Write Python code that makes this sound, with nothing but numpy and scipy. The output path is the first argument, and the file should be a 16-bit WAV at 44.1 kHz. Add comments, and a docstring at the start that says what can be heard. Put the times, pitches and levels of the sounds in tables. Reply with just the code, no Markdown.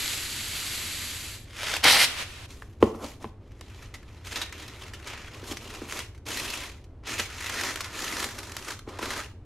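"""In a small room with a low ventilation rumble, wrapping paper is pulled off a roll and torn along
the cutter bar, close to the microphone. The lid of a cardboard box is bent back until its fold pops;
then the sheet is laid over the box and pressed in, rustling and snapping. Friction is filtered noise
and random fibre slips, creases are bursts ringing a facet, and the box is a set of damped modes."""
import sys
import numpy as np
from scipy import signal
from scipy.fft import rfft, irfft, next_fast_len
from scipy.io import wavfile
from scipy.ndimage import uniform_filter1d, minimum_filter1d, map_coordinates

SR = 44100
rng = np.random.default_rng(int(sys.argv[2]) if len(sys.argv) > 2 else 0)


def materialize(psi):
    """Save the field psi as 16-bit PCM at rate SR to the path in sys.argv[1].

    A 1-D psi becomes a single channel; in a 2-D psi each row is a channel.
    """
    bounded = np.clip(np.atleast_2d(psi).T, -1, 1)
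    quanta = np.round(bounded * 32767).astype(np.int16)
    wavfile.write(sys.argv[1], SR, quanta)


N = 416744
TIME = np.arange(N) / SR

# spectrum of the ventilation: (frequency [Hz], level [dB])
RUMBLE_COLOUR = [(25, -6.5), (36, -1), (90, 3), (120, -1.5), (155, -13.5), (340, -13), (600, -22.5),
                 (13000, -63)]
# decay of the diffuse tail: (frequency [Hz], t60 [s])
ROOM_T60 = [(100, 0.47), (12000, 0.28)]
# spectrum of the reflections and rumble that differ between the channels: (frequency [Hz], level [dB])
SPREAD_COLOUR = [(330, -54.5), (650, -11), (1600, -48), (2800, -12.5), (12000, -14.5)]
# treble shelf, the level drops 17 dB around 13 kHz: (frequency [Hz], level [dB])
TOP_COLOUR = [(12700, 0), (13400, -17)]

# rubbed hollow box panels: (frequency [Hz], level [dB])
BOX_COLOUR = [(120, -27.5), (220, -3.5), (365, 0.5), (460, -3), (680, -8.5), (1100, -6), (4000, -55)]
# ringing modes of the cardboard panels: (frequency [Hz], level [dB], t60 [s])
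BOX_MODES = [(88.6, 10.5, 0.089), (219, 3, 0.078), (364, 6.5, 0.0453), (428, 2, 0.052), (606, -18, 0.064),
             (882, -1.5, 0.027), (1028, 6, 0.018)]
# pops of the fold and knocks on the box: (time [s], level [dB], pitch of the struck spot [Hz])
KNOCKS = [(2.6219, -34, 1720), (2.826, -4, 490), (2.947, -30.5, 480), (3.243, -25, 817), (3.252, -32, 131),
          (3.61, -32.5, 1750), (5.428, -36.5, 350), (5.513, -31, 367), (5.817, -29.5, 330),
          (8.875, -33.5, 430), (8.991, -24.5, 1210), (9.028, -26.5, 500)]

# the torn sheet trailing through the air, with one swish; at 2.463 s the sound breaks off at once: (time [s],
# level [dB])
TRAIL_LEVEL = [(2.05, -33), (2.16, -39), (2.195, -32), (2.23, -35), (2.25, -45), (2.463, -47.5)]
# the sheet lifted and pulled taut against the bar: (time [s], level [dB])
LIFT_LEVEL = [(1.45, -59), (1.53, -49.5), (1.6, -34), (1.74, -28.5), (1.83, -49)]
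# spectrum of the sheet moving freely: (frequency [Hz], level [dB])
LOOSE_COLOUR = [(150, -11.5), (2700, 0), (13000, -18.5)]
# paper sliding under the cutter bar: (time [s], level [dB])
PULL_LEVEL = [(0, -30.5), (.3, -35), (.75, -33), (1.05, -35.5), (1.32, -40), (1.45, -57)]
# spectrum of that sliding: (frequency [Hz], level [dB])
PULL_COLOUR = [(330, -12), (550, -17.5), (1000, -14.5), (2200, -6), (4700, -6), (5300, -12.5), (7700, -8),
               (8800, -15.5), (11900, -10.5), (13000, -21.5)]
# the tear running along the bar: (time [s], level [dB], brightness [dB per octave])
TEAR_LEVEL = [(1.828, -37, -4.5), (1.843, -14.5, 2), (1.853, -18, -2.5), (1.872, -14.5, -1),
              (1.92, -16, 1.5), (1.96, -19, -0.5), (2.045, -17.5, 2), (2.07, -44, 5.5)]
# spectrum of the tear before brightening: (frequency [Hz], level [dB])
TEAR_COLOUR = [(120, -17), (330, -7.5), (520, -4.5), (1250, -4), (3200, 0.5), (4600, -2), (5500, -6),
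               (13000, -17.5)]

# creases snapping in the paper and cardboard: (time [s], peak level [dB], decay time [s])
SNAPS = [(0.079, -10.5, 0.00063), (1.765, -15, 0.0046), (3.518, -45, .003), (3.61, -29.5, .002),
         (3.94, -31.5, 0.015), (4.357, -21.5, 0.015), (4.415, -18.5, 0.0094), (4.5244, -27, 0.0051),
         (4.577, -41, 0.02), (4.679, -33, 0.0084), (4.935, -31, 0.014), (5.072, -28, 0.0091),
         (5.26, -42, 0.0065), (5.51, -29, 0.0087), (5.57, -24.5, 0.0049), (5.748, -30.5, 0.0034),
         (5.9237, -17.5, 0.0021), (6.147, -46.5, 0.012), (6.177, -46, .006), (6.264, -31, 0.011),
         (6.841, -46, 0.0068), (7.187, -22.5, 0.0055), (7.495, -19, 0.005), (7.556, -33, 0.0075),
         (7.741, -25, 0.002), (7.758, -16.5, 0.0023), (7.806, -19.5, 0.0068), (7.843, -29, 0.019),
         (8.089, -24.5, 0.0039), (8.242, -15.5, 0.0039), (8.387, -24, 0.0045), (8.52, -23.5, 0.0014),
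         (8.5661, -19.5, 0.0038), (8.791, -30, 0.0026), (8.9875, -29.5, 0.0089), (9.104, -23, 0.017),
         (9.177, -24, 0.004)]
# spectrum of the handled sheet and its creases: (frequency [Hz], level [dB])
SHEET_COLOUR = [(150, -18), (400, -6), (700, -9), (1000, -4.5), (1700, -4.5), (2700, -6.5), (3600, -9),
                (6400, -11.5), (9200, -20), (13000, -22)]
# creases ring lower as the sheet is pressed into the box: (time [s], centre pitch [Hz])
FACET_HZ = [(7.1, 2460), (7.7, 1600), (9.1, 1270)]
# strokes of the hands, first on the bare box, then laying, smoothing and tucking in the sheet:
# (start [s], length [s], rustle level [dB], swell over the length [dB],
#  crispness [dB per octave], box body level [dB])
STROKES = [(2.477, 0.32, -60, -26, 3.5, -64.5), (2.801, 0.083, -49, -7, 4, -38),
           (2.913, 0.12, -58.5, 13, 4.5, -46), (3.006, 0.1, -46.5, -3.5, 3.5, -48.5),
           (3.198, 0.018, -46, -4, 2.5, -44), (3.39, 0.46, -60.5, 23, 0.5, -69),
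           (3.87, 1.24, -56, 9, -0.5, -60.5), (4.237, 0.13, -44, -10, 2, -61),
           (4.304, 0.13, -37, -3.5, 0.5, -49.5), (4.517, 0.36, -47.5, -4, 1, -55),
           (5.042, 0.25, -44, -10.5, -1, -56), (5.307, 0.16, -49, -7, 0.5, -51),
           (5.423, 0.095, -45, 11, 4.5, -46.5), (5.584, 0.26, -45, 0, 1.3, -47),
           (5.858, 0.13, -38.5, 8, 2, -47), (6.253, 0.33, -35.5, -1.5, 3.1, -43),
           (6.595, 0.22, -49, -31, 1, -56.5), (7.023, 0.04, -51, 14, -3, -62),
           (7.049, 0.091, -34, 5, 1.5, -45), (7.166, 0.036, -31, 4.5, 1.5, -42),
           (7.26, 0.27, -39.5, 11.5, 1.4, -54.5), (7.519, 0.19, -31, 1.5, 1.5, -43),
           (7.735, 0.22, -43, 1, 0.5, -53.5), (7.933, 0.32, -34.5, 3.5, 2.3, -43),
           (8.29, 0.39, -45.5, -2, 2.5, -49.5), (8.64, 0.073, -38, 2.5, 1.6, -47),
           (8.862, 0.11, -47, -4, -1, -46.5), (8.993, 0.21, -35, -2, 0.5, -43.5)]

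ATTACK_S, RELEASE_DB_PER_S = 0.031, 244  # every movement takes hold quickly and dies away when it stops
SPOT_DB_PER_OCTAVE = 8.5  # modes far from the pitch of the struck spot ring less
THUD_S, THUD_Q, THUD_DB = 0.0048, 4.4, 4.5  # the struck spot gives a broad, quickly damped thud
CREASES_PER_S = 120
FACET_OCTAVES, FACET_Q = 0.36, 11.2  # spread of the creases' pitches, and sharpness of each
FACET_WIDTH_HZ, FACET_DB = 1100, -7.5  # the facet under the rubbing fingers sings broadly
CEILING = .8  # limiter threshold, as a fraction of full scale
EDGE_HZ = 15850  # upper limit of the band


def amp(db):
    """Level definition: decibels to gain."""
    return 10 ** (np.asarray(db) / 20)


def unit(x):
    """Normalization: scales a signal to an rms of one."""
    return x / np.sqrt(np.mean(x ** 2) + 1e-20)


def read(points, hz):
    """Interpolation of a spectrum on a log-frequency axis."""
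    f, value = np.transpose(points)
    return np.interp(np.log(hz + 1), np.log(f + 1), value)


def curve(rows, axis=1):
    """Linear interpolation of one table column at every sample."""
    rows = np.asarray(rows)
    return np.interp(TIME, rows[:, 0], rows[:, axis])


def level(rows):
    """Amplitude envelope: the gain of a movement, silent outside it."""
    active = 1. * ((TIME >= rows[0][0]) & (TIME <= rows[-1][0]))
    return amp(curve(rows)) * uniform_filter1d(active, size=200)


def add(mix, s, sound):
    """Superposition: adds a sound to the mix at s seconds, in place."""
    part = mix[round(s * SR):][:len(sound)]
    part += sound[:len(part)]


def colour(x, points, size=4096):
    """Minimum-phase filtering: the causal response to a spectrum keeps the sharp fronts of clicks."""
    hz = abs(np.fft.fftfreq(size, 1 / SR))
    log_gain = np.log(amp(np.maximum(read(points, hz), -100)))
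    taps = np.fft.ifft(np.exp(np.conj(signal.hilbert(log_gain)))).real
    return signal.oaconvolve(x, taps[:size // 2])[:len(x)]


def brighten(x, tilt_db, order=7):
    """Spectral tilt: octave bands are weighted about 3 kHz by a tilt per octave that may move."""
    size = next_fast_len(len(x))
    octave = np.log2((np.fft.rfftfreq(size, 1 / SR) + 1) / 3000)
    centres = np.arange(order) - order + 3
    spectrum = rfft(x, size)
    tilted = 0
    for c in centres:
        share = np.interp(octave, centres, 1. * (centres == c))  # overlapping triangular bands
        tilted = tilted + irfft(spectrum * share, size)[:len(x)] * amp(tilt_db * c)
    return tilted


def wander(per_s, size=8192):
    """Slow random modulation: interpolated Gaussian values with an rms of one."""
    return unit(np.interp(TIME * per_s, np.arange(size), rng.standard_normal(size)))


def crackle(per_s, spread_db, clump_db, clumps_per_s, hiss):
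    """Stick-slip friction: random fibre slips of uneven size, in clumps, over a fine hiss."""
    chance = rng.random(N) * SR / per_s
    at = np.flatnonzero(chance < 1)
    rarity = np.minimum(-np.log(chance[at]), 4)
    slips = np.zeros(N)
    slips[at] = (-1.) ** at * amp(spread_db * rarity)  # a positive spread makes the rarer slips larger
    return (unit(slips) + hiss * rng.standard_normal(N)) * amp(clump_db * wander(clumps_per_s))


def scatter(decay_s, size=1024):
    """Multiple scattering: a short response of dense, decaying reflections with unit energy."""
    taps = rng.standard_normal(size) * np.exp(-np.arange(size) / SR / decay_s)
    return taps / np.linalg.norm(taps)


def sheet(points, per_s, spread_db, clump_db, ring_s, hiss=1.0, count=10):
    """Independent radiators: facets crackle separately, each with its own brief ring."""
    facets = np.zeros(N)
    for _ in range(count):
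        slips = crackle(per_s / count, spread_db, clump_db, clumps_per_s=120, hiss=hiss)
        facets += signal.oaconvolve(slips, scatter(ring_s))[:N]
    return unit(colour(facets, points))


def flex(x, depth_db, per_s, size=256):
    """Bending of a radiator: broad bands of the sheet's sound swell and sink by turns."""
    hz, t, z = signal.stft(x, SR, nperseg=size)
    bands = 3 * np.log2(1 + hz / 1000)
    band, moment = np.meshgrid(bands, t * per_s, indexing="ij")
    patches = map_coordinates(rng.standard_normal((16, 2048)), [band, moment], order=1, mode="wrap")
    return signal.istft(z * amp(depth_db * patches), SR, nperseg=size)[1][:N]


def resonate(x, hz, width_hz):
    """Damped resonance: a one-pole filter in a rotating frame follows a moving pitch."""
    turn = np.exp(2j * np.pi * np.cumsum(hz) / SR)
    r = np.exp(-np.pi * width_hz / SR)
    return (turn * signal.lfilter([1 - r], [1, -r], x / turn)).real


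def movement(length, swell_db):
    """Power envelope: a quick attack, a hold that swells or sags, and a steady release in dB."""
    t = TIME[:round((length + .5) * SR)]
    attack = np.minimum(t / ATTACK_S, 1)
    hold_db = swell_db * (np.minimum(t / length, 1) - .5)
    release_db = RELEASE_DB_PER_S * np.maximum(t - length, 0)
    return (attack * amp(hold_db - release_db)) ** 2


def effort(rows, axis=2):
    """Incoherent addition: overlapping movements sum in power, at the level in the given column."""
    power = np.zeros(N)
    for row in rows:
        add(power, row[0], amp(row[axis]) ** 2 * movement(row[1], row[3]))
    return np.sqrt(power)


def crispness():
    """Power-weighted mean: each stroke has its own grip, and in overlaps the louder weighs more."""
    tilt = np.zeros(N)
    for s, length, db, swell_db, tilt_db, _ in STROKES:
        add(tilt, s, tilt_db * amp(db) ** 2 * movement(length, swell_db))
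    return tilt / (effort(STROKES) ** 2 + 1e-20)


def buckle(s, decay_s, rise_s=.0005, size=6144):
    """Buckling instability: as a crease gives way, a flurry of slips rings the facet beside it."""
    t = TIME[:size]
    burst = np.exp(-t / decay_s) * (1 - np.exp(-t / rise_s))
    flurry = rng.standard_normal(size) * amp(2 * rng.standard_normal(size)) * burst
    centre_hz = np.interp(s, *np.transpose(FACET_HZ))
    hz = centre_hz * 2 ** (FACET_OCTAVES * rng.standard_normal())
    facet = signal.iirpeak(min(hz, SR / 2 - 1), FACET_Q, fs=SR)
    return flurry + 2 * signal.lfilter(*facet, flurry)


def creases():
    """Random superposition: soft crinkles of irregular time, size, length and pitch run together."""
    out = np.zeros(N)
    for when, strength, length in rng.random((round(CREASES_PER_S * N / SR), 3)):
        s = when * N / SR
        crinkle = buckle(s, decay_s=.004 * (.5 + length), rise_s=.004, size=1536)
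        add(out, s, amp(12 * strength ** 2) * unit(crinkle))
    return unit(colour(out, SHEET_COLOUR))


def rumble():
    """Broadband flow noise and a tone: steady ventilation with a faint, unsteady fan hum."""
    air = unit(colour(rng.standard_normal(N), RUMBLE_COLOUR, size=16384))
    hum_hz = 87 + 2 * wander(per_s=13)
    hum = np.sin(2 * np.pi * np.cumsum(hum_hz) / SR)
    return amp(-46) * air + amp(-56.5) * hum


def room(x, size=22050):
    """Diffuse reverberation: a noise tail of unit energy whose treble dies first."""
    hz, t, z = signal.stft(rng.standard_normal(size), SR, nperseg=256)
    decay = amp(-60 * t / read(ROOM_T60, hz)[:, None])
    tail = signal.istft(z * decay, SR, nperseg=256)[1]
    tail *= 1 - np.exp(-TIME[:len(tail)] / 0.0017)  # soft onset
    return signal.oaconvolve(x, tail / np.linalg.norm(tail))[:N]


def trail():
    """Turbulent friction: the loose sheet slides away with a smooth hiss."""
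    return level(TRAIL_LEVEL) * unit(colour(rng.standard_normal(N), LOOSE_COLOUR))


def lift():
    """Impulsive excitation of a membrane: the sheet flutters and ticks as it is drawn taut."""
    flutter = sheet(LOOSE_COLOUR, per_s=870, spread_db=2.5, clump_db=3.5, ring_s=0.0011, hiss=0.93)
    return level(LIFT_LEVEL) * flutter


def pull():
    """Sliding friction: dense, even slips of the paper under the bar."""
    grain = crackle(per_s=7600, spread_db=2.5, clump_db=0.6, clumps_per_s=81, hiss=0.81)
    return level(PULL_LEVEL) * unit(colour(grain, PULL_COLOUR))


def box_body():
    """Forced vibration: even rubbing against the box excites its hollow panels."""
    rub = rng.standard_normal(N) * amp(2 * wander(per_s=60))
    return effort(STROKES, axis=5) * unit(colour(rub, BOX_COLOUR))


def knocks():
    """Modal excitation: after a tick and a thud the panels ring; slow bending waves bring low modes last."""
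    out, t = np.zeros(N), TIME[:16384]
    for s, db, spot_hz in KNOCKS:
        puff = rng.standard_normal(len(t)) * np.exp(-t / .0025)
        tick = colour(puff, [(1400, 3.5), (4200, -16.5), (6000, -46)])  # (Hz, dB)
        push = rng.standard_normal(len(t)) * np.exp(-t / THUD_S)
        blow = amp(THUD_DB) * signal.lfilter(*signal.iirpeak(spot_hz, THUD_Q, fs=SR), push)
        for hz, mode_db, t60 in BOX_MODES:
            age = np.maximum(t - 0.53 / hz, 0)  # arrival about half a period late
            swell = 1 - np.exp(-2 * age * hz)
            distance_db = SPOT_DB_PER_OCTAVE * abs(np.log2(hz / spot_hz))
            ring_db = mode_db - distance_db - 60 * age / t60
            blow += amp(ring_db) * swell * np.sin(2 * np.pi * hz * age)
        add(out, s, amp(db) * (tick + blow))
    return out


def snaps():
    """Sudden release of strain: the larger creases buckle with a crack; the briefer, the brighter."""
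    out = np.zeros(N)
    for s, db, decay_s in SNAPS:
        tilt_db = .5 * np.log2(0.088 / decay_s)
        crack = brighten(colour(buckle(s, decay_s), SHEET_COLOUR), tilt_db)
        crack *= np.sqrt(decay_s * SR / 2) / np.linalg.norm(crack)  # rms of one at the start
        add(out, s, amp(db) * crack / 2)  # peaks reach about twice the rms
    return out


def tear():
    """Fracture: fibres break in a dense, even stream along the blade while the taut sheet bends."""
    fibres = sheet(TEAR_COLOUR, per_s=8300, spread_db=1.5, clump_db=0.0, ring_s=0.00095, hiss=0.14)
    fibres = unit(flex(fibres, depth_db=-1.0, per_s=73))
    return level(TEAR_LEVEL) * brighten(fibres, curve(TEAR_LEVEL, axis=2))


def rustle():
    """Friction and buckling: hands slide and set off small creases; the grip sets the crispness."""
    rub = sheet(SHEET_COLOUR, per_s=1700, spread_db=-1.0, clump_db=0.5, ring_s=0.0022, hiss=1.0)
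    facet = amp(FACET_DB) * unit(resonate(rub, curve(FACET_HZ), FACET_WIDTH_HZ))
    paper = unit(flex(rub + facet, depth_db=2.5, per_s=35))
    return effort(STROKES) * brighten(unit(paper + creases()), crispness())


def scene():
    """Mid-side superposition: paper and box in the middle; reflections, trailing sheet and air give width."""
    near = trail() + lift() + pull() + box_body() + knocks() + snaps() + tear() + rustle()
    middle = near + amp(-12.5) * room(near) + rumble()
    table = np.pad(scatter(decay_s=.004), (SR // 1000, 0))  # the first echo is a millisecond late
    reflections = signal.oaconvolve(near, table)[:N] + amp(3.5) * room(near)
    side = colour(reflections + rumble(), SPREAD_COLOUR) + .5 * trail()
    return np.array([middle + side, middle - side])


def record(dry):
    """Peak limiting and band limiting: a fast limiter, a treble shelf, then a low-pass."""
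    allowed = CEILING / np.maximum(abs(dry).max(axis=0), CEILING)
    limited = dry * uniform_filter1d(minimum_filter1d(allowed, size=200), size=200)
    shelved = np.array([colour(channel, TOP_COLOUR) for channel in limited])
    low_pass = signal.firwin(511, EDGE_HZ, window=("kaiser", 9), fs=SR)
    return signal.oaconvolve(shelved, low_pass[None], "same")


dry = scene()
out = record(dry)
materialize(out)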